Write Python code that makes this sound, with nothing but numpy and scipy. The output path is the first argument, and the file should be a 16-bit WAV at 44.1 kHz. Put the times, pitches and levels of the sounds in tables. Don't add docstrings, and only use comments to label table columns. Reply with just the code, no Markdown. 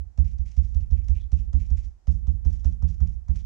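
import sys
import numpy as np
from scipy import signal
from scipy.io import wavfile
from scipy.ndimage import uniform_filter1d, minimum_filter1d

SR = 44100
rng = np.random.default_rng(int(sys.argv[2]) if len(sys.argv) > 2 else 0)


def store_pcm(level_fs):
    pcm = np.round(np.clip(level_fs, -1, 1) * 32767).astype(np.int16)
    wavfile.write(sys.argv[1], SR, np.atleast_2d(pcm).T)


def field_ratio(decibels):
    return 10 ** (np.asarray(decibels, dtype=float) / 20)


N = 152145

# (time [s], force [1], smack level [dB], film tick level [dB],
# firmness [dB], which lifts the upper counter modes, the bright slap and the knock)
PATS = [(-.008, 0.28, -72, -82, -9.5), (0.1815, 1.03, -44, -53.5, 3), (0.3883, 0.43, -60, -58.5, -2.5),
        (0.5719, 0.84, -50, -53, -1), (0.7508, 0.89, -52, -55.5, -5), (0.9143, .95, -50, -54.5, -2.5),
        (1.0889, 0.91, -47, -50.5, -2), (1.3239, .94, -48.5, -49, 1.5), (1.5357, .89, -45.5, -52, 1),
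        (1.7073, 0.77, -48.5, -55.5, -4.5), (2.0763, 0.92, -45, -51, 4), (2.2754, 0.87, -49, -53.5, 2),
        (2.4545, 0.92, -43.5, -52.5, 2), (2.6499, 0.96, -42.5, -47.5, -1.5),
        (2.8279, 0.91, -45, -55.5, 3.5), (3.009, 0.92, -47, -56.5, 4), (3.2887, 0.78, -45.5, -56, 3)]
TOUCH_LEAD_S = 0.0064
BOARD_SPREAD_DB = 3.5
FILM_SAME = 0.53


def evened(x):
    return x / np.sqrt(np.mean(x ** 2) + 1e-20)


def colour(x, points):
    f, db = np.transpose(points)
    bins_hz = np.abs(np.fft.fftfreq(8192, 1 / SR))
    gain_db = np.interp(np.log(bins_hz + 1), np.log(f), db, left=-56 + db[0])
    log_gain = gain_db * np.log(10) / 20
    taps = np.fft.ifft(np.exp(np.conj(signal.hilbert(log_gain)))).real[:4096]
    return signal.oaconvolve(x, taps[None] / np.linalg.norm(taps), axes=1)[:, :N]


def pair(same):
    a, b = rng.standard_normal((2, N))
    same = np.clip(same, -1, 1)
    return np.array([a, same * a + np.sqrt(1 - same ** 2) * b])


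def fade(s, db, t60, rise_s):
    t = np.maximum(np.arange(N) / SR - np.asarray(s)[:, None], 0)
    decay = field_ratio(np.asarray(db)[:, None] - 60 * t / t60)
    envelopes = decay * np.minimum(t / rise_s, 1)
    return np.sqrt((envelopes ** 2).sum(0))


def ring(hz, t60, s, size):
    t = np.arange(SR) / SR
    strike = field_ratio(-60 * t / t60) * np.sin(2 * np.pi * hz * t)
    out = np.zeros(N + 2 * SR)
    for at, k in zip(s, size):
        i = SR // 2 + int(np.floor(at * SR))
        out[i:i + SR] += k * strike
    return out[SR // 2 - 2000:SR // 2 + N]


def counter():
    # (frequency [Hz], t60 [s], signed reach left [1], signed reach right [1])
    modes = [(28.41, 1.2, 0.0014, -0.047), (41.98, 1.1, 0.01, -0.038), (46.64, 1.57, 0.016, 0.032),
             (42.46, 0.029, -0.019, 0.27), (59.01, 0.69, -0.0014, 0.3), (64.84, 0.61, 0.0013, 0.16),
             (70.23, 0.46, 0.0087, 0.14), (78.73, 0.43, 0.0031, -0.33), (77.8, 1.19, 0.0019, 0.053),
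             (94.85, .52, .001, -0.066), (107.7, 1.1, .008, -.027), (119.3, 0.3, -.0114, -0.043),
             (151.4, 0.77, -.0021, -0.0217), (163.16, 0.41, 0.043, -0.37)]
    # (frequency [Hz], relative level [dB per Hz])
    low_spectrum = [(20, -26.5), (35, -13), (50, -12), (70, 7.5), (110, -13), (170, -12), (260, -29),
                    (500, -66)]
    spot_db, upper_hz, press_s = 0.86, 130, 0.01
    low_t60, low_db = 0.96, [[-42], [-35]]

    s, force, _, _, firm_db = np.transpose(PATS)
    spot = field_ratio(spot_db * rng.standard_normal((len(s), len(modes))))
    struck = np.zeros((2, N + 2000))
    for k, (hz, t60, left, right) in enumerate(modes):
        size = force * spot[:, k] * field_ratio(firm_db * (hz > upper_hz))
        struck += np.outer([left, right], ring(hz, t60, s, size))
    push = np.sin(np.pi * np.clip(np.arange(1000) / SR / press_s, 0, 1)) ** 2
    thuds = signal.oaconvolve(struck, push[None] / push.sum(), axes=1)[:, 2000:2000 + N]
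    force_db = 20 * np.log10(abs(force) + 1e-6)
    low_noise = fade(s, force_db, low_t60, 0.005) * pair(0)
    return thuds + field_ratio(low_db) * colour(low_noise, low_spectrum)


def meat():
    # (frequency [Hz], relative level [dB per Hz])
    dull = [(150, -18.5), (300, 8.5), (450, -4), (700, -7.5), (1400, -24.5), (3000, -44.5)]
    # (frequency [Hz], relative level [dB per Hz])
    bright = [(300, -31), (550, 1.5), (820, 7.5), (1300, -0.5), (2000, -9), (4000, -33.5)]
    smack_rise_s, smack_t60, smack_same = 0.009, 0.17, -0.38
    slap_rise_s, slap_t60, slap_same = 0.0023, 0.23, -0.2

    s, _, db, _, firm_db = np.transpose(PATS)
    touch_s = s - TOUCH_LEAD_S
    smack = colour(fade(touch_s, db, smack_t60, smack_rise_s) * pair(smack_same), dull)
    slap = colour(fade(touch_s, db + firm_db, slap_t60, slap_rise_s) * pair(slap_same), bright)
    return smack * field_ratio([[-14], [0]]) + slap * field_ratio([[-17], [-16]])


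def board():
    # (frequency [Hz], t60 [s], left level [dB], right level [dB])
    modes = [(200, 0.45, -59, -42), (238.5, 0.25, -59.5, -40.5), (298.4, 0.21, -64, -48.5),
             (327, 0.37, -72, -55), (415, 0.072, -71, -64.5)]
    lag_s = 0.011

    s, _, db, _, _ = np.transpose(PATS)
    spread_db = BOARD_SPREAD_DB * rng.standard_normal((len(s), len(modes)))
    spot = field_ratio(db[:, None] - db.max() + spread_db)
    out = np.zeros((2, N))
    for k, (hz, t60, left_db, right_db) in enumerate(modes):
        sides = field_ratio([left_db, right_db]) * [-1, 1]
        out += np.outer(sides, ring(hz, t60, s + lag_s, spot[:, k])[2000:])
    return out


def knocks():
    # (frequency [Hz], t60 [s])
    modes = [(570, .04), (735, .045), (832, .05), (1000, .035), (1300, .03)]
    s, _, db, _, firm_db = np.transpose(PATS)
    spread_db = BOARD_SPREAD_DB * rng.standard_normal((len(s), len(modes)))
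    spot = field_ratio((db + firm_db - db.max())[:, None] + spread_db)
    both = np.zeros(N)
    for k, (hz, t60) in enumerate(modes):
        both += (-1) ** k * ring(hz, t60, s - TOUCH_LEAD_S, spot[:, k])[2000:]
    return np.outer(field_ratio([-58, -52.5]) * [-1, 1], both)


def grains():
    per_s, spread_db, cap = 3000, 3, 4
    happens = rng.random(N) < per_s / SR
    sizes = field_ratio(spread_db * np.minimum(rng.exponential(1, N), cap))
    smeared = uniform_filter1d(happens * sizes, 9)
    return evened(smeared * pair(FILM_SAME))


def peels():
    # (time [s], relative level [dB], hollow pop over burst [dB], pop frequency [Hz], decay constant [s])
    peelings = [(0.24, -55, -3.5, 2200, 0.024), (0.271, -53, -4, 2410, 0.014),
                (0.301, -56, -22, 2280, 0.022), (0.4517, -56.5, -5.5, 2230, 0.044),
                (0.503, -59, -22.5, 2310, 0.052), (0.627, -56, -7.5, 2230, 0.03),
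                (0.6755, -65, -24.5, 2180, 0.061), (0.795, -63.5, -1.5, 2400, 0.043),
                (0.963, -63.5, 5, 2340, 0.035), (1.029, -63.5, -16.5, 2120, 0.03),
                (1.1425, -56.5, 5, 2480, 0.034), (1.198, -64, 8, 3370, 0.027),
                (1.37, -56, -2.5, 2620, 0.033), (1.425, -66, -16, 2420, 0.019),
                (1.589, -56, 0.5, 2420, 0.037), (1.642, -59.5, -14.5, 2670, 0.03),
                (1.7617, -53.5, -5, 2310, 0.038), (1.826, -55.5, -20, 3140, 0.03),
                (2.0976, -57, -21, 2800, 0.042), (2.1694, -78, -11.5, 2200, 0.043),
                (2.3194, -70.5, -4.5, 2840, 0.03), (2.4893, -56, -13, 2200, 0.023),
                (2.521, -53, -34.5, 2120, 0.03), (2.581, -60, -8.5, 3190, 0.024),
                (2.708, -61, -17, 2250, 0.024), (2.871, -55.5, -13, 2310, 0.042),
                (2.924, -61.5, -20.5, 2180, 0.026), (3.0565, -58.5, -11, 2320, 0.034),
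                (3.107, -64, -20, 2370, 0.03), (3.333, -60.5, -5, 2290, 0.054),
                (3.3497, -53.5, -6, 2450, 0.027), (3.383, -57, -3, 3220, 0.026)]
    peel_db, rise_s, pop_width_hz = -5, 0.016, 880

    power, pops, noise = np.zeros(N), np.zeros((2, N)), grains()
    for at, db, pop_db, hz, length in peelings:
        i = int(at * SR)
        t = (np.arange(int(5 * length * SR)) / SR)[:N - i]
        span = slice(i, i + len(t))
        burst = field_ratio(db + peel_db) * np.minimum(t / rise_s, 1) * np.exp(-t / length)
        power[span] += burst ** 2
        b, a = signal.iirpeak(hz, hz / pop_width_hz, SR)
        hollow = signal.lfilter(b, a, signal.lfilter(b, a, noise[:, span]))
        pops[:, span] += field_ratio(pop_db) * burst * evened(hollow)
    return power, pops


def film():
    # (frequency [Hz], relative level [dB per Hz])
    crackle = [(800, -20), (2000, -11.5), (3000, -10.5), (4200, -12.5), (5800, -4), (7400, -12),
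               (8200, -20.5), (11000, -33), (13000, -45), (16000, -65)]
    # (time [s], relative level [dB])
    snap_list = [(0.279, -61.5), (0.5163, -52), (1.0434, -57.5), (1.2151, -59), (1.6022, -57),
                 (1.7618, -60.5), (1.8547, -58), (2.5042, -61), (2.5362, -55.5), (3.358, -47),
                 (3.4044, -56)]
    tick_t60, after_db, after_t60 = 0.03, -12.5, 0.25
    touch_db, touch_t60 = -1, 0.014
    snap_db, snap_t60 = -0.5, 0.0065

    s, _, _, db, _ = np.transpose(PATS)
    touch_s = s - TOUCH_LEAD_S
    tick = fade(touch_s, db, tick_t60, 0.003)
    tail = fade(s, db + after_db, after_t60, 0.0018)
    peel_power, pops = peels()
    grainy = np.sqrt(tick ** 2 + tail ** 2 + peel_power) * grains()

    touch = fade(touch_s, db + touch_db, touch_t60, 0.0014)
    at, each_db = np.transpose(snap_list)
    snap = fade(at, each_db + snap_db, snap_t60, 0.0002)
    smooth = (touch + snap) * pair(FILM_SAME)
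    return (colour(grainy + smooth, crackle) + pops) * field_ratio([[-1], [0]])


def kitchen():
    # (frequency [Hz], relative level [dB per Hz])
    air = [(60, -1), (150, -2.5), (300, -6.5), (500, -15), (620, -16), (750, -10.5), (900, -15.5),
           (1050, -19.5), (1700, -23), (3500, -32.5), (6000, -25.5), (7700, -31.5), (8500, -36),
           (12000, -50.5), (14000, -55.5), (16000, -70)]
    return field_ratio([[-70.5], [-69.5]]) * colour(pair(0.034), air)


def scene():
    return counter() + meat() + board() + knocks() + film() + kitchen()


def low_pass(x):
    return signal.sosfilt(signal.butter(12, 15700, fs=SR, output="sos"), x)


def record(dry):
    gate_hz, gate_db, hold_s = 304, -20, 0.077
    slope, depth_db, smooth_s = 1.9, 22, 0.041

    bass = signal.sosfiltfilt(signal.butter(2, gate_hz, fs=SR, output="sos"), dry)
    power = uniform_filter1d((bass ** 2).sum(0), size=700)
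    level_db = 10 * np.log10(abs(power) + 1e-12)
    hold = int(hold_s * SR) // 2 * 2 + 1
    held_db = -minimum_filter1d(-level_db, hold, origin=hold // 2)
    cut_db = np.clip(slope * (gate_db - held_db), 0, depth_db)
    smooth = int(smooth_s * SR)
    cut_db = uniform_filter1d(minimum_filter1d(cut_db, smooth), smooth)
    mix = dry + bass * (field_ratio(-cut_db) - 1)
    return low_pass(mix)


dry = scene()
out = record(dry)
store_pcm(out)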